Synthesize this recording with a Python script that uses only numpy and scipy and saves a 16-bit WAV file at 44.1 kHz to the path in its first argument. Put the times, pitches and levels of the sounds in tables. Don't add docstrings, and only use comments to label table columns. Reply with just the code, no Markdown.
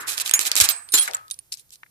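import sys
import numpy as np
from scipy import signal
from scipy.fft import rfft, irfft
from scipy.io import wavfile
from scipy.ndimage import uniform_filter1d

SR = 44100
rng = np.random.default_rng(int(sys.argv[2]) if len(sys.argv) > 2 else 0)


def volts(x):
    e = np.asarray(x, float) / 20
    return 10 ** e


def master(y):
    cut = np.clip(np.atleast_2d(y).T, -1, 1)
    pcm = np.round(cut * 32767)
    wavfile.write(sys.argv[1], SR, pcm.astype(np.int16))


N = 83790

# frequency in Hz, level in dB per Hz.
STEEL_SPECTRUM = [(150, -53), (250, -21.5), (2200, -6.5), (2440, -4), (4100, -2.5), (5310, -4), (9880, -4),
                  (13500, -14), (15500, -36)]
# frequency in Hz, left-right difference in dB.
CONTACT_LEAN = [(150, -21.5), (1200, 2), (2500, -7), (5000, 2), (7200, -9.5), (8600, -6), (10500, -7.5),
                (14000, -19)]
BOLT_MODES = [3900, 4400, 5340, 6500, 7400, 7830, 8820, 10040, 11450, 12400, 13200, 13600]
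HANDLING_PAN_DB = -9.5
PORTS_ALIKE = 0.16


def at_hz(points, hz):
    points = np.array(points)
    return np.interp(np.log(hz + 1e-9), np.log(points[:, 0]), points[:, 1])


def sides(db):
    return volts(np.array([db / 2, -db / 2]))


def coloured(x, spectrum, lean):
    hz = np.fft.rfftfreq(N, 1 / SR)
    mean_lean = np.mean(np.array(lean)[:, 1])
    gain = volts(at_hz(spectrum, hz)) * sides(at_hz(lean, hz) - mean_lean)
    return irfft(rfft(x) * gain / np.sqrt(np.mean(gain ** 2)), N)


def pair(size, alike):
    a, b = rng.standard_normal((2, size))
    alike = np.clip(alike, 0, 1)
    return np.array([a, alike * np.roll(a, 9) + np.sqrt(1 - alike ** 2) * b])


def octave_part(x, low, high):
    return signal.sosfilt(signal.butter(2, [low, high], "band", fs=SR, output="sos"), x)


def high_pass(x, order, hz):
    return signal.sosfilt(signal.butter(order, hz, "high", fs=SR, output="sos"), x)


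def smooth_noise(size, width):
    return uniform_filter1d(uniform_filter1d(rng.standard_normal(size), size=width), size=width)


def fade(t, t60):
    return volts(-60 * t / t60)


def add(out, s, sound):
    i = max(int(s * SR), 0)
    out[:, i:i + sound.shape[1]] += sound[:, :N - i]


def open_air():
    # frequency in Hz, level in dB per Hz.
    air_spectrum = [(25, -14), (65, -5), (130, -3), (220, -13.5), (900, -20), (3000, -21), (9000, -16.5),
                    (14500, -12.5)]
    air_lean = [(30, -1.5), (300, -4.5), (2000, -1), (12000, -9)]  # Hz, left-right dB
    level_db = -57.5 + 4.5 - 3.3 * np.arange(N) / SR
    return volts(level_db) * coloured(pair(N, 0.52), air_spectrum, air_lean)


def knocks():
    # start in seconds, level in dB, left-right difference in dB, centre in Hz, t60 in seconds.
    knock_rows = [(0, -34.5, 1, 1510, 0.9), (0, -49.5, 4.5, 378, 0.7), (.69, -44.5, 2, 5940, 0.27),
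                  (0.61, -36.5, -19, 73.3, 0.13), (.938, -34, -5, 357.5, 0.11), (.939, -24, 0.5, 1416, 0.1),
                  (1.077, -24, 2, 1852, 0.08), (1.084, -37, 2.5, 674, 0.28), (1.139, -36, 2, 1500, 0.18),
                  (1.832, -31, 3, 1760, 0.021), (1.862, -48.5, 5, 1880, 0.028), ]
    out, t = np.zeros((2, N)), np.arange(12000) / SR
    for s, db, pan, hz, t60 in knock_rows:
        band = octave_part(pair(2 * len(t), PORTS_ALIKE), hz / 1.367, hz * 1.255)[:, len(t):]
        shape = fade(t, t60) * np.minimum(t * hz, 1)
        add(out, s, volts(db) * sides(pan)[:, None] * band / band.std() * shape)
    return out


def scrapes():
    # start in seconds, length in seconds, rms level in dB, place of the peak from 0 to 1.
    stroke_rows = [(0, .065, -42, 0), (0.058, 0.15, -28, 0.2), (0.167, 0.055, -31, 0.23),
                   (0.193, 0.036, -24, 0.63), (0.237, 0.088, -30, 0.32), (0.393, 0.076, -26.5, 0.17),
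                   (0.434, 0.066, -23, 0.54), (0.516, 0.031, -34.5, 0), (0.547, 0.067, -19.5, 0.43),
                   (0.605, 0.034, -11, 0), (0.619, 0.057, -18.5, 0.47), (0.667, 0.068, -24.5, 0.6),
                   (0.923, 0.076, -19.5, 0.3), (0.969, 0.038, -18.5, 0.4), (0.995, 0.15, -31.5, 0),
                   (1.075, 0.017, -31, 0), (1.325, 0.037, -48.5, 0), (1.517, 0.055, -34.5, 0.1),
                   (1.559, 0.088, -51, 0.28), (1.709, 0.078, -46.5, 0.23)]
    grains_per_s, grain_spread_db, rasp_db = 8800, 2, 0
    mode_q, mode_share = 45, 1.2
    stroke = np.zeros((2, N))
    for s, length, db, peak in stroke_rows:
        pan = HANDLING_PAN_DB if s < .8 else -5
        u, peak = np.linspace(0, 1, int(length * SR)), np.clip(peak, .12, .9)
        swell = np.sin(np.pi / 2 * np.minimum(u / peak, (1 - u) / (1 - peak))) ** 3.2
        add(stroke, s, volts(db) * sides(pan)[:, None] * swell)
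    rasp = smooth_noise(N, 70)
    sizes = volts(grain_spread_db * np.minimum(rng.exponential(1, N), 4))
    sizes = sizes * (rng.random(N) < grains_per_s / SR)
    sizes = uniform_filter1d(sizes, size=12) * volts(rasp_db * rasp / rasp.std())
    grit = stroke * pair(N, PORTS_ALIKE) * sizes / np.sqrt(np.mean(sizes ** 2))
    modes = sum(signal.lfilter(*signal.iirpeak(hz, mode_q, fs=SR), grit) for hz in BOLT_MODES)
    return coloured(grit + mode_share * modes, STEEL_SPECTRUM, CONTACT_LEAN)


def pipe(contact):
    # frequency in Hz, level in dB.
    hum_spectrum = [(200, -25), (300, -18), (600, -11.5), (1300, -12.5), (2200, -15), (4500, -19.5),
                    (14000, -38.5)]
    # frequency in Hz, t60 in seconds.
    hum_t60 = [(250, .12), (600, 0.34), (1400, 0.56), (3000, 0.12), (10000, 0.39)]
    t, answer = np.arange(20000) / SR, 0
    for hz in 200 * 2 ** np.arange(0, 6.5, .5):
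        band = octave_part(rng.standard_normal((2, len(t))), hz / 1.19, hz * 1.19)
        shape = fade(t, at_hz(hum_t60, hz)) * np.minimum(t / 0.001, 1)
        answer = answer + volts(at_hz(hum_spectrum, hz)) * band * shape
    return volts(-19) * signal.fftconvolve(contact, answer, axes=1)[:, :N]


def rings():
    # start in seconds, frequency in Hz, level in dB, t60 in
    # seconds, held in seconds.
    strong_rings = [(.145, 9000, -39, 0.38, 0.088), (0.336, 6684, -4.5, 0.079, 0.019),
                    (.337, 9500, -22, 0.19, 0.052), (.337, 12190, -14.5, 0.076, .055),
                    (0.352, 7105, -18, 0.18, 0.031), (.689, 8092, -24, 0.42, .23),
                    (.689, 13570, -12.5, 0.071, .06), (.689, 4110, -27, .1, 0.055),
                    (.889, 9300, -38.5, 0.39, 0.038), (.92, 9330, -23, 0.32, 0.031),
                    (.938, 7240, -7.5, 0.21, 0.031), (0.939, 4126, -21, 0.33, .11),
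                    (0.977, 3290, -23.5, 0.39, 0.054),
        (.97, 9418, -18.5, 0.36, 0.023),
        (0.995, 9450, -9.5, .14, 0.061),
        (1.017, 7100, -25.5, 0.29, 0.037),
        (1.147, 7240, -12.5, 0.025, 0.024),
        (1.15, 1272, -39, 0.61, 0.18),
        (1.312, 3760, -24.5, 0.027, .02),
        (1.311, 9430, -24.5, 0.088, 0.13),
        (1.39, 9500, -24.5, 0.022, 0.019),
        (1.593, 9420, -42.5, 0.077, 0.041),
    ]
    # start in seconds, level in dB, held in seconds.
    freeing_strikes = [
        (0, -45, 0.064),
        (.339, -33, .04),
        (.69, -44.5, .05),
        (.92, -29.5, 0.017),
        (.939, -23, 0.023),
        (1.016, -38.5, .06),
        (1.136, -43.5, .025),
    ]
    # frequency in Hz, left-right difference in dB.
    ring_lean = [(1300, 2.5), (3300, -9), (4100, 2), (7100, -3), (8100, -10), (9400, -10), (13000, -18.5)]
    mode_t60_s, mode_spread_db, waver_db = .08, 3, 2.2
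    lesser = []
    for s, db, held in freeing_strikes:
        for hz in BOLT_MODES:
            start = s + 0.24 * held * rng.random() ** 2
            level = db + mode_spread_db * rng.normal()
            t60 = mode_t60_s * rng.uniform(0.13, 1.1)
            lesser.append((start, hz, level, t60, held * rng.uniform(.4, 1)))
    out, t = np.zeros((2, N)), np.arange(12000) / SR
    for s, hz, db, t60, held in strong_rings + lesser:
        phase = rng.random((2, 1))
        waver = smooth_noise(len(t), 180)
        touched = fade(np.maximum(t - held, 0), 0.0095)
        shape = fade(t, t60) * touched * np.minimum(t / 0.0017, 1)
        shape = shape * volts(waver_db * waver / waver.std())
        tone = np.sin(2 * np.pi * (hz * t + phase))
        add(out, s, volts(db) * sides(at_hz(ring_lean, hz))[:, None] * tone * shape)
    return out


def taps():
    # start in seconds, peak level in dB.
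    handling_taps = [(0.179, -5), (0.1874, -18), (0.1995, -6.5), (0.2607, -9), (0.2769, -10),
                     (0.2942, -7.5), (0.3115, -2.5), (0.3375, 8), (0.392, 2.5), (0.413, -7), (0.4529, -6.5),
                     (0.4669, -6), (0.494, -22.5), (0.5159, 1), (0.5543, -2), (0.5646, -1), (0.585, -6),
                     (0.601, 10.5), (0.6449, -6.5), (0.6888, 2.5)]
    # start in seconds, peak level in dB, left-
    # right difference in dB.
    placed_taps = [(0.8889, -20, -0.5), (0.9387, 1.5, -1.5), (0.9748, -13.5, -4), (0.9834, -8.5, -8),
                   (0.9851, -8, -2.5), (1.1111, -19, 0), (1.1345, -14.5, -1), (1.1473, -20, -12),
                   (1.1682, -24.5, -10.5), (1.281, -29, -7), (1.3013, -24, -22), (1.3418, -26, -6.5),
                   (1.3892, -24, -14), (1.5226, -15.5, 8), (1.5267, -13.5, -15.5), (1.5396, -22, 13),
                   (1.5722, -29.5, -5), (1.5958, -28, -14), (1.693, -44, 2.5), (1.7055, -32.5, -12),
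                   (1.7566, -28, -9),
                   (.6105, 1, -4),
        (1.3106, -9, -5),
        (1.3143, -12, -5),
        (.614, 0, -3),
    ]
    out, t = np.zeros((2, N)), np.arange(4000) / SR
    burst_t60_s, tail_t60_s, tail_db, rise_s = 0.0069, .04, -27, 0.00051
    shape = fade(t, burst_t60_s) + volts(tail_db) * fade(t, tail_t60_s)
    shape = np.minimum(t / rise_s, 1) * shape
    handled = [(s, db, HANDLING_PAN_DB) for s, db in handling_taps]
    for s, db, pan in handled + placed_taps:
        burst = pair(len(t), PORTS_ALIKE) * shape
        hz = 3500 * 2 ** rng.uniform(0, 1.6)
        burst = burst + 1.97 * signal.lfilter(*signal.iirpeak(hz, 6.0, fs=SR), burst)
        burst = burst / np.abs(burst).max(axis=1, keepdims=True)
        add(out, s, volts(db - 3.5) * sides(pan)[:, None] * burst)
    return coloured(out, STEEL_SPECTRUM, CONTACT_LEAN)


def scene():
    contact = taps() + scrapes()
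    lifted = np.arange(N) > 1.25 * SR
    contact = np.where(lifted, high_pass(contact, 2, 3300), contact)
    hum = pipe(np.where(lifted, .3, 1) * contact)
    return contact + hum + knocks() + rings() + open_air()


def band_limit(x):
    return signal.sosfilt(signal.butter(12, 15630, fs=SR, output="sos"), x)


def record(dry):
    x = signal.sosfilt(signal.cheby2(10, 30, 14800, fs=SR, output="sos"), dry)
    ceiling = 1.1
    rounding = ceiling * np.tanh(x / ceiling) - x
    x = x + high_pass(rounding, 4, 400)
    return band_limit(np.clip(x, -1, 1))


dry = scene()
out = record(dry)
master(out)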